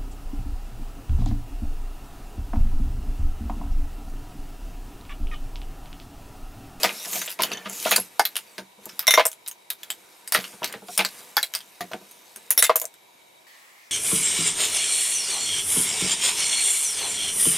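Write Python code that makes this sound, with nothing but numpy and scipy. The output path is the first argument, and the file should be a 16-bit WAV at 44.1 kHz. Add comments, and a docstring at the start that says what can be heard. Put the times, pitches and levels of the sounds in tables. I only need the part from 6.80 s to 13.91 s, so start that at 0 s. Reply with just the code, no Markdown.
"""A hand press is worked at a wooden bench, close up: steel parts knock and click as noise bursts and dying
sines, the ram slides as gritty noise and sings through gliding resonances, and the bench thumps.
Twice a finished brass round tumbles ringing down a chute and drums on a hollow bin, each a bank of modes.
A faint shaped room hiss lies under the bench; at the end the scene changes to quiet open air, a fading hiss."""
import sys
import numpy as np
from scipy import signal
from scipy.fft import rfft, irfft
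from scipy.io import wavfile
from scipy.ndimage import uniform_filter1d

SR = 44100
rng = np.random.default_rng(int(sys.argv[2]) if len(sys.argv) > 2 else 0)


def bounce(signal):
    """Save signal as a 16-bit WAV file at the path given by the first command-line argument."""
    frames = np.transpose(np.atleast_2d(signal))
    limited = np.clip(frames, -1, 1)
    pcm = np.round(limited * 32767).astype(np.int16)
    wavfile.write(sys.argv[1], SR, pcm)


def decibels_to_gain(level_db):
    """Convert a level in decibels to a linear amplitude gain (20 dB per decade)."""
    exponent = np.asarray(level_db, float) / 20
    return 10 ** exponent


N = 313551

# open air spectrum: (frequency [Hz], relative level [dB])
AIR_COLOUR = [(40, -29), (1060, -11.5), (1510, -18), (1840, -5), (2620, -14), (14900, -22), (16500, -12)]
# resonances in the air and room hiss: (frequency [Hz], width [Hz], level before a common offset [dB])
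AIR_RESONANCES = [(2410, 81, -2)]
ROOM_RESONANCES = [(361, 44, 3), (958, 70, 3), (2270, 110, 3), (3810, 150, 4)]
# room hiss spectrum: (frequency [Hz], relative level [dB])
ROOM_COLOUR = [(30, -10.5), (120, -0.5), (300, -5.5), (700, 3), (1300, -6), (2600, -4), (4500, -7),
               (9000, -8.5), (15000, -9), (16500, -33.5)]
AIR_START_S = 6.668
# decay of the wall reflections: (frequency [Hz], t60 [s])
WALL_DECAY = [(150, 0.13), (1000, 0.09), (4000, 0.06), (14000, 0.03)]
# side gain of the bench sounds, then of the hisses: (frequency [Hz], gain [dB])
BENCH_SIDE = [(60, -18), (180, -25), (700, -21), (3000, -15), (6000, -16), (15000, -22)]
HISS_SIDE = [(100, -12), (400, -2), (1500, 1.5), (5000, -6), (15000, -7.5)]
# microphone response: (frequency [Hz], gain [dB])
MICROPHONE_COLOUR = [(30, -18), (110, -6), (200, 0), (12000, 0), (15500, -6), (17000, -28)]

# the sliding ram sings, its pitch moving as the free length changes:
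# (start [s], end [s], first pitch [Hz], last pitch [Hz], level [dB])
RAM_WHINES = [(.14, 0.253, 5000, 6100, -43.5), (.29, 0.439, 6550, 6300, -38), (.11, .28, 4050, 3800, -48),
              (.3, 0.404, 14200, 13000, -30.5), (0.883, 1.048, 7600, 5800, -41.5)]
# slides of ram and cases, swelling toward the stop:
# (start [s], loudest [s], end [s], scrape level [dB], rumble relative to scrape [dB])
SLIDE_STROKES = [(-.05, 0.052, 0.16, -34.5, 0.5), (0.137, 0.378, 0.52, -31, -11.5),
                 (0.598, 0.665, 1.03, -53.5, 13), (0.927, 1.12, 1.24, -28, -13.5),
                 (3.54, 3.623, 3.82, -41.5, -6.5), (3.82, 3.897, 4, -54.5, 12),
                 (4.093, 4.13, 4.38, -38, -21.5), (4.203, 4.395, 4.62, -45.5, -4)]
# steady rubbing while a hand rests on the lever or moves cases: (start [s], end [s], level [dB])
HAND_RUBS = [(0.494, 1.802, -55), (2.042, 2.202, -53.5), (3.013, 4.08, -57), (4.483, 5.908, -55.5)]
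# scrape and rumble spectra: (frequency [Hz], relative level [dB])
SCRAPE_COLOUR = [(880, -48), (1500, -27.5), (2430, -4), (5700, -1), (13400, -0.5), (15500, -4),
                 (16500, -28)]
BENCH_RUMBLE_COLOUR = [(60, -26), (150, -5.5), (500, -3), (1100, -6.5), (2500, -6.5), (5000, -23.5)]

# the lever loads the bench: (time [s], level [dB])
LEVER_THUMPS = [(0.041, -29), (0.263, -34), (0.354, -30), (0.591, -24), (0.712, -29.5), (0.855, -31.5),
                (0.905, -38), (1.056, -26.5), (1.107, -29.5), (1.175, -26), (1.78, -30.5), (1.981, -43),
                (2.06, -38.5), (2.377, -36), (3.732, -40.5), (3.546, -25), (3.818, -27), (3.937, -32),
                (4.02, -38), (4.085, -33), (4.188, -23.5), (5.006, -27), (5.114, -31.5), (5.134, -28),
                (5.21, -43), (5.562, -45)]
# deep modes of the bench top: (frequency [Hz], level [dB], t60 [s])
BENCH_TOP_MODES = [(182, -12.5, 0.24), (209, -6, 0.069), (303, -4.5, 0.03), (378.8, -7, 0.13)]
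# modes of the press frame: (frequency [Hz], level [dB], t60 [s])
FRAME_MODES = [(418, -19, 0.044), (528.6, -0.5, 0.1), (637, 14, 0.058), (843, 7.5, 0.084),
               (1038.6, 12, 0.039), (1315, 8, 0.035)]

# the round drums on the bin: (time [s], level [dB])
BIN_LANDINGS = [(2.278, -11.5), (2.339, -18), (2.3762, -0.5), (2.396, -5), (2.453, -14), (5.788, -22.5),
                (5.826, -18.5), (5.8948, -2), (5.955, -13.5), (6.015, -23.5), (6.04, -25.5)]
# modes of the hollow bin: (frequency [Hz], level before dulling [dB], t60 [s])
BIN_MODES = [(505, -11, 0.05), (640, -1, 0.04), (790, -16, .08), (1030, 5, 0.03), (1135, 1, 0.03)]
# bounces of the falling round: (time [s], level [dB], tilt toward the high modes [dB per octave])
ROUND_BOUNCES = [(2.269, -22.5, 1.5), (2.279, -13, -5), (2.308, -18.5, -1), (2.339, -19, -5),
                 (5.7769, -18, 4), (5.79, -19, 4.5), (5.823, -22.5, 1.5), (5.8384, -29.5, 5.5),
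                 (5.8463, -25, -4.5)]
# modes of the brass round: (frequency [Hz], level before tilt [dB], t60 [s])
BRASS_MODES = [(2090, -5, .07), (3615, -6, .13), (3920, -8, .08), (5558, -7, .08), (5592, -3, .1),
               (6300, -9, .07), (8100, -12, .05), (9960, -7, .12), (10070, -8, .12), (11200, -4, .07),
               (11760, -4, .09), (14460, -4, .1)]

# a tiny steel part's single mode: (frequency [Hz], level [dB], t60 [s])
PING_MODES = [(11250, -18, .07)]
# modes of a light loose part: (frequency [Hz], level [dB], t60 [s])
LOOSE_MODES = [(1780, -9.5, 0.22), (2640, -9.5, 0.07), (3060, -1, 0.081), (3500, -7, 0.088),
               (4470, -10, 0.096), (6100, -1.5, 0.054), (6600, -7, 0.035)]
# taps on the loose part: (time [s], level [dB])
LOOSE_PART_TAPS = [(.703, -45), (0.733, -31), (0.752, -47), (.772, -33), (.849, -47)]
# modes of the turning plate: (frequency [Hz], level before tilt [dB], t60 [s])
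PLATE_MODES = [(823, -2, 0.044), (1084, -5, 0.046), (1520, -2, 0.04), (1758, -9, 0.09),
               (2130, -12.5, 0.092), (3380, -3.5, 0.054), (4040, -8, 0.038)]
# the plate snaps into place and rebounds: (time [s], level [dB], tilt toward the high modes [dB per octave])
SNAPS = [(1.394, -10.5, -8.5), (1.451, -32, 15.5), (4.568, -11, -2), (4.629, -34, 15)]
# the round hits chute, bin and other rounds:
# (time [s], level [dB], treble before a common trim [dB], strongest resonance [Hz])
ROUND_HITS = [(2.2693, -15.5, 2.5, 3750), (2.2783, -4.5, -9.5, 5600), (2.308, -5, -3.5, 5900),
              (2.339, -3.5, -9.5, 5600), (2.375, -4.5, -20, 2090), (2.395, -7, -20.5, 2200),
              (2.4533, -16.5, 4.5, 5220), (2.4582, -29.5, 11, 6410), (2.4665, -30, 12, 9100),
              (2.516, -36, 7.5, 3310), (2.53, -39.5, 4.5, 3260), (5.7785, -13.5, 3, 5650),
              (5.7916, -16, 2, 3726), (5.8251, -7.5, 0.5, 2080), (5.8387, -14.5, 2.5, 3750),
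              (5.8457, -9.5, -4.5, 7800), (5.895, -15.5, -17, 2135), (5.9576, -16.5, 4, 7100),
              (5.9616, -30, 13, 6430), (5.966, -30, 12, 7540), (5.999, -37.5, 15, 6000),
              (6.0159, -26, 8, 6800), (6.0412, -41.5, 7, 6400), (6.0537, -36.5, 12.5, 6190)]
# steel knocks and clicks of the press:
# (time [s], level [dB], treble before a common trim [dB], strongest resonance [Hz])
STEEL_KNOCKS = [(0.0328, -8.5, -4.5, 4730), (0.0423, -5, -16.5, 1910), (0.0925, -18, -22, 2340),
                (0.2497, -21, -8, 5200), (0.3312, -17.5, -3.5, 6560), (0.358, -20, -9.5, 2400),
                (0.4158, -15, -7.5, 6100), (0.46, -28, 2, 6100), (0.4772, -17, -22.5, 2860),
                (0.495, -29, 0, 4900), (0.504, -31, 0, 4900), (0.5145, -29, 1, 4800), (0.525, -30, 0, 4930),
                (0.5903, -18.5, -16, 2210), (0.6057, -17, -14, 2370), (0.621, -17, 2, 4540),
                (0.634, -12, -3.5, 3000), (0.717, -19, -15, 2730), (0.73, -32.5, -4, 4360),
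                (0.8575, -17, -28, 1300), (0.8972, -28.5, -1, 7600), (1.0519, -16.5, -18.5, 2660),
                (1.067, -12.5, -19, 1360), (1.1105, -9, 1, 6700), (1.1162, -5.5, -19.5, 2420),
                (1.1605, -16, 2.5, 4500), (1.1627, -10, 0, 4300), (1.3948, -10.5, -4, 4770),
                (1.453, -15, -1, 4040), (1.5556, -19.5, -7.5, 3180), (1.566, -17.5, -1, 2890),
                (1.7812, -22, -11, 1590), (2.0563, -39, 8, 1510), (2.0917, -27.5, -12.5, 5200),
                (2.1929, -16, 0.5, 4900), (2.226, -24.5, -28, 1300), (2.6626, -29, -9, 3770),
                (2.677, -36, 8, 5400), (2.6825, -30, 6, 4800), (2.713, -37, 6, 3000),
                (2.903, -19, 0.5, 3670), (3.032, -27, -3.5, 3300), (3.103, -18.5, -0.5, 3140),
                (3.4755, -28, 2.5, 4830), (3.5226, -11.5, -1.5, 4600), (3.5412, -16, 2, 4900),
                (3.548, -5, -14, 1900), (3.602, -24, -12, 1510), (3.6416, -21, -12.5, 2820),
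                (3.7283, -33.5, -15.5, 1560), (3.8311, -16.5, -17.5, 2860), (3.844, -16, -3, 4200),
                (3.875, -29.5, -0.5, 4350), (3.9253, -30, 0, 3000), (3.9395, -24, -25, 1830),
                (4.0846, -30, -11, 1470), (4.1767, -11, 1, 5210), (4.1916, -5.5, -22, 2460),
                (4.249, -13, -7, 4170), (4.568, -8.5, -5, 4600), (4.6291, -15.5, -0.5, 4040),
                (4.7383, -19.5, -11, 3200), (4.7507, -15, -2.5, 4730), (4.805, -31.5, -7, 3170),
                (5.008, -19.5, -9.5, 1880), (5.116, -29.5, -13.5, 1520), (5.1341, -24.5, -17.5, 1520),
                (5.3117, -43, 4.5, 3750), (5.5607, -33.5, 4, 1660), (5.7055, -12, 5.5, 7220),
                (6.1404, -43, 0.5, 3650)]


def evened(x):
    """Scales to rms 1."""
    return x / np.sqrt(np.mean(x ** 2) + 1e-20)


def read(points, hz):
    """Reads a spectrum on a log-frequency axis."""
    f, value = np.transpose(points)
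    return np.interp(np.log(hz + 1), np.log(f + 1), value)


def colour(x, points):
    """Filters x by a spectrum in dB."""
    gain = decibels_to_gain(read(points, np.fft.rfftfreq(len(x), 1 / SR)))
    return irfft(rfft(x) * gain, len(x))


def add(mix, s, sound):
    """Mixes a sound in at time s."""
    part = mix[round(s * SR):][:len(sound)]
    part += sound[:len(part)]


def rise(t, seconds):
    """Soft onset: energy builds up with this time constant."""
    return 1 - np.exp(-t / seconds)


def tilted(modes, db_per_octave, pivot_hz):
    """Tips the mode levels around a pivot, as a harder or softer blow does."""
    return [(hz, db + db_per_octave * np.log2(hz / pivot_hz), t60) for hz, db, t60 in modes]


def ring(modes, spread_db, detune, rough_db, t):
    """Dying sines; where the blow lands changes share and pitch of each mode, loose contact roughens it."""
    hz, db, t60 = np.transpose(modes)[:, :, None]
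    share, turn = rng.standard_normal((2, len(modes), 1))
    loose = evened(uniform_filter1d(rng.standard_normal((len(modes), len(t))), size=180, axis=1))
    level = decibels_to_gain(db + spread_db * share + rough_db * loose - 60 * t / t60)
    return (level * np.sin(2 * np.pi * hz * (1 + detune * turn) * t)).sum(0)


def hiss(points, peaks, peak_db, patchy_db):
    """Random short-time spectra with drifting patches and a few resonances, at rms 1."""
    frames, hz = N // 256 + 5, np.fft.rfftfreq(1024, 1 / SR)[:, None]
    a, b, patches = rng.standard_normal((frames, 513, 3)).T
    patches = uniform_filter1d(patches, size=12, axis=0)
    patches = evened(uniform_filter1d(patches, size=14, axis=1))
    bumps = sum(decibels_to_gain(db + peak_db) / (1 + (2 * (hz - f) / width) ** 2) for f, width, db in peaks)
    z = (a + 1j * b) * decibels_to_gain(read(points, hz) + patchy_db * patches) * (1 + bumps)
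    return evened(signal.istft(z, nperseg=1024, noverlap=768)[1][:N])


def open_air():
    """Quiet outdoor hiss, sinking steadily."""
    t = np.arange(N) / SR
    level_db = -56.5 - 5.5 * (t - 8.0)  # sinks 5.5 dB per second
    return decibels_to_gain(level_db) * hiss(AIR_COLOUR, AIR_RESONANCES, peak_db=-9, patchy_db=1.5)


def room_hiss():
    """Faint steady noise of the room, with a few resonances."""
    return decibels_to_gain(-56.5) * hiss(ROOM_COLOUR, ROOM_RESONANCES, peak_db=4.5, patchy_db=1.0)


def taps(start, points):
    """Sparse echoes of random sign, one in every 20 samples, each band dying at its own speed."""
    sparse = np.zeros(SR // 2)
    at = np.arange(start, SR // 2 - 20, 20)
    sparse[at + rng.integers(0, 20, len(at))] = rng.choice([-1., 1.], len(at))
    hz, t, z = signal.stft(sparse, SR, nperseg=256)
    tail = signal.istft(z * decibels_to_gain(-60 * t / read(points, hz)[:, None]), SR, nperseg=256)[1]
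    return tail / np.linalg.norm(tail)


def whines():
    """The ram sings: gritty noise through a narrow resonance that glides."""
    out = np.zeros(N)
    width_share = 0.11  # width of the resonance over its first pitch
    for start, end, first_hz, last_hz, db in RAM_WHINES:
        u = np.linspace(0, 1, round((end - start) * SR))
        smooth = signal.butter(2, width_share * first_hz / 2, fs=SR, output="sos")
        a, b = signal.sosfilt(smooth, rng.standard_normal((2, len(u))))
        turn = 2 * np.pi * np.cumsum(first_hz + (last_hz - first_hz) * u) / SR
        tone = evened(a * np.cos(turn) + b * np.sin(turn))
        add(out, start, decibels_to_gain(db) * tone * np.sqrt(np.sin(np.pi * u).clip(0)))
    return out


def slide():
    """Dense uneven micro-slips of metal on metal, and the rumble they send into the bench."""
    t = np.arange(N) / SR
    scrape_power, rumble_power = np.zeros(N), np.zeros(N)
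    rubs = [(start, start, end, db, -3.5) for start, end, db in HAND_RUBS]
    for start, top, end, db, rumble_db in SLIDE_STROKES + rubs:
        swell_db = np.interp(t, [start, top, end], [-10, 0, -15]) if top > start else 0
        edges = np.clip(np.minimum(t - start, end - t) / 0.053 + 1, 0, 1)  # 53 ms fades outside the stroke
        power = (decibels_to_gain(db + swell_db) * edges) ** 2
        scrape_power = scrape_power + power
        rumble_power = rumble_power + power * decibels_to_gain(2 * rumble_db)
    grit = decibels_to_gain(3.0 * evened(uniform_filter1d(rng.exponential(1, N) - 1, size=25)))
    scrape = evened(grit * hiss(SCRAPE_COLOUR, [], peak_db=0, patchy_db=3.0))
    rumble = hiss(BENCH_RUMBLE_COLOUR, [], peak_db=0, patchy_db=2.0)
    return scrape * np.sqrt(scrape_power) + rumble * np.sqrt(rumble_power)


def thumps():
    """The lever loads the bench top, whose deep modes swell and die, and the frame answers."""
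    out, t = np.zeros(N), np.arange(6144) / SR
    for s, db in LEVER_THUMPS:
        top = ring(BENCH_TOP_MODES, spread_db=1.5, detune=0.07, rough_db=7.0, t=t)
        add(out, s, decibels_to_gain(db) * top * rise(t, 0.013))
        frame = ring(FRAME_MODES, spread_db=2.5, detune=0.1, rough_db=5.5, t=t)
        add(out, s, decibels_to_gain(1.5 * db + 3) * frame * rise(t, 0.006))  # a soft thump hardly rings the frame
    return out


def bin_drumming():
    """The hollow bin booms in its low modes under each landing, with a crunch of shuffling rounds."""
    out, t = np.zeros(N), np.arange(8192) / SR
    hollow = signal.butter(2, [520, 2600], "bandpass", fs=SR, output="sos")
    for s, db in BIN_LANDINGS:
        dull_db_per_octave = 0.8 * db  # soft taps miss the high modes
        modes = [(hz, mode_db + dull_db_per_octave * max(np.log2(hz / 650), 0), t60)
                 for hz, mode_db, t60 in BIN_MODES]
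        boom = ring(modes, spread_db=1.0, detune=0.008, rough_db=2.5, t=t)
        crunch = signal.sosfilt(hollow, rng.standard_normal(len(t))) * decibels_to_gain(-10 - 60 * t / 0.1)
        add(out, s, decibels_to_gain(db) * (boom + crunch) * rise(t, 0.0025))
    return out


def brass_round():
    """The falling round rings anew in its modes at each bounce, roughened as it tumbles."""
    out, t = np.zeros(N), np.arange(8192) / SR
    next_times = [row[0] for row in ROUND_BOUNCES[1:]] + [np.inf]
    for (s, db, tilt_db), following in zip(ROUND_BOUNCES, next_times):
        # the next contact damps the ring; it is damped after 65 ms in any case
        damped_db = -900 * np.maximum(t - min(following - s, 0.065), 0)
        modes = tilted(BRASS_MODES, tilt_db, pivot_hz=5600)
        add(out, s, decibels_to_gain(db + damped_db) * ring(modes, spread_db=2.5, detune=0.002, rough_db=3, t=t))
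    return out


def small_parts():
    """A tiny steel part pings once in one mode; a light loose part rattles and sings at each tap."""
    out, t = np.zeros(N), np.arange(6144) / SR
    add(out, 1.1998, ring(PING_MODES, spread_db=0, detune=0, rough_db=1, t=t))
    for s, db in LOOSE_PART_TAPS:
        add(out, s, decibels_to_gain(db) * ring(LOOSE_MODES, spread_db=0.0, detune=0.0023, rough_db=5.5, t=t))
    return out


def plate():
    """The turning plate snaps into place and rebounds, ringing in its modes."""
    out, t = np.zeros(N), np.arange(6144) / SR
    for s, db, tilt_db in SNAPS:
        modes = tilted(PLATE_MODES, tilt_db, pivot_hz=1500)
        add(out, s, decibels_to_gain(db) * ring(modes, spread_db=1.5, detune=0.01, rough_db=5.5, t=t) * rise(t, 0.006))
    return out


def frame_thud(rattle, db, hz, t):
    """The blow shakes the press frame: its modes ring over the low part of the rattle."""
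    low = signal.butter(2, [450, 2200], "bandpass", fs=SR, output="sos")
    frame = ring(FRAME_MODES, spread_db=5.5, detune=0.053, rough_db=6.5, t=t)
    frame = frame + signal.sosfilt(low, rattle) * decibels_to_gain(11.0)
    # relative to the knock: low-pitched parts and hard blows shake the frame most
    thud_db = -17 - 7 * max(np.log2(hz / 2210), 0) + 0.94 * db
    return frame * decibels_to_gain(thud_db) * rise(t, 0.0062)


def knock(db, treble_db, hz, on_frame):
    """A short crack and a dense steel rattle coloured by the struck part, with a thud if on the frame."""
    t = np.arange(6144) / SR
    # bright parts die sooner than dull ones, hard blows rattle longer than light ticks
    t60 = np.clip(0.12 - 0.0012 * treble_db + 0.001 * (db + max(treble_db, 0)), 0.035, 0.15)
    chatter = decibels_to_gain(3.5 * evened(uniform_filter1d(rng.standard_normal(len(t)), size=60)))  # loose parts rebound
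    crack = 3.6 * decibels_to_gain(0.25 * np.clip(treble_db, -20, 14) - 60 * t / 0.005)  # bright parts crack sharpest
    rattle = rng.standard_normal(len(t)) * (crack + chatter * decibels_to_gain(-60 * t / t60))
    part = signal.lfilter(*signal.iirpeak(hz, 11, SR), rattle)  # close modes of the part merge into one hump
    edge_hz = max(6500 * decibels_to_gain(0.22 * min(treble_db, 0)), 2500)  # dull knocks lose their upper middle too
    middle = signal.butter(2, [1250, edge_hz], "bandpass", fs=SR, output="sos")
    steel = signal.sosfilt(middle, rattle) * decibels_to_gain(-8.5) + part * decibels_to_gain(-1.0)
    glints = sum(signal.lfilter(*signal.iirpeak(f, 25, SR), rattle) for f in rng.uniform(6000, 14500, 3))
    rattle = rattle + 2 * glints
    treble = signal.butter(3, 5800, "highpass", fs=SR, output="sos")
    bright = signal.sosfilt(treble, rattle) * decibels_to_gain(treble_db - 8.0)
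    thud = frame_thud(rattle, db, hz, t) if on_frame else 0
    return decibels_to_gain(db) * (steel + bright + thud)


def round_hits():
    """The tumbling round strikes other parts: steel-like knocks without the frame."""
    out = np.zeros(N)
    for s, db, treble_db, hz in ROUND_HITS:
        add(out, s, knock(db, treble_db, hz, on_frame=False))
    return out


def press():
    """The working press: knocks of its steel parts, each shaking the frame."""
    out = np.zeros(N)
    for s, db, treble_db, hz in STEEL_KNOCKS:
        add(out, s, knock(db, treble_db, hz, on_frame=True))
    return out


def scene():
    """Bench sounds with their room, then open air; two close ports hear nearly the same."""
    indoors = np.arange(N) / SR < AIR_START_S
    struck = press() + small_parts() + plate() + round_hits() + brass_round() + bin_drumming()
    no_bass = signal.butter(3, 310, "highpass", fs=SR, output="sos")  # small parts radiate no bass
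    bench = signal.sosfilt(no_bass, struck) + thumps() + slide() + whines()
    room_mid, room_side = room_hiss(), room_hiss()
    air_mid, air_side = open_air(), open_air()
    wet = bench + decibels_to_gain(-13.0) * signal.fftconvolve(bench, taps(150, WALL_DECAY))[:N]
    # nearby objects reach each port differently
    scattered = signal.fftconvolve(wet, taps(4, [(100, 0.08), (15000, 0.05)]))[:N]
    bench_side = colour(scattered, BENCH_SIDE) + colour(room_side, HISS_SIDE)
    mid = np.where(indoors, wet + room_mid, air_mid)
    side = np.where(indoors, bench_side, colour(air_side, HISS_SIDE))
    return np.array([mid + side, mid - side])


def low_pass(x):
    """Removes everything above the highest recorded frequency."""
    return signal.sosfilt(signal.butter(12, 16820, fs=SR, output="sos"), x)


def record(dry):
    """A soft ceiling rounds the loudest peaks, then the microphone colours the sound."""
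    limited = 1.2 * np.tanh(dry / 1.2)
    heard = np.array([colour(channel, MICROPHONE_COLOUR) for channel in limited])
    mix = np.clip(heard, -1, 1)
    return low_pass(mix)


dry = scene()
out = record(dry)
bounce(out)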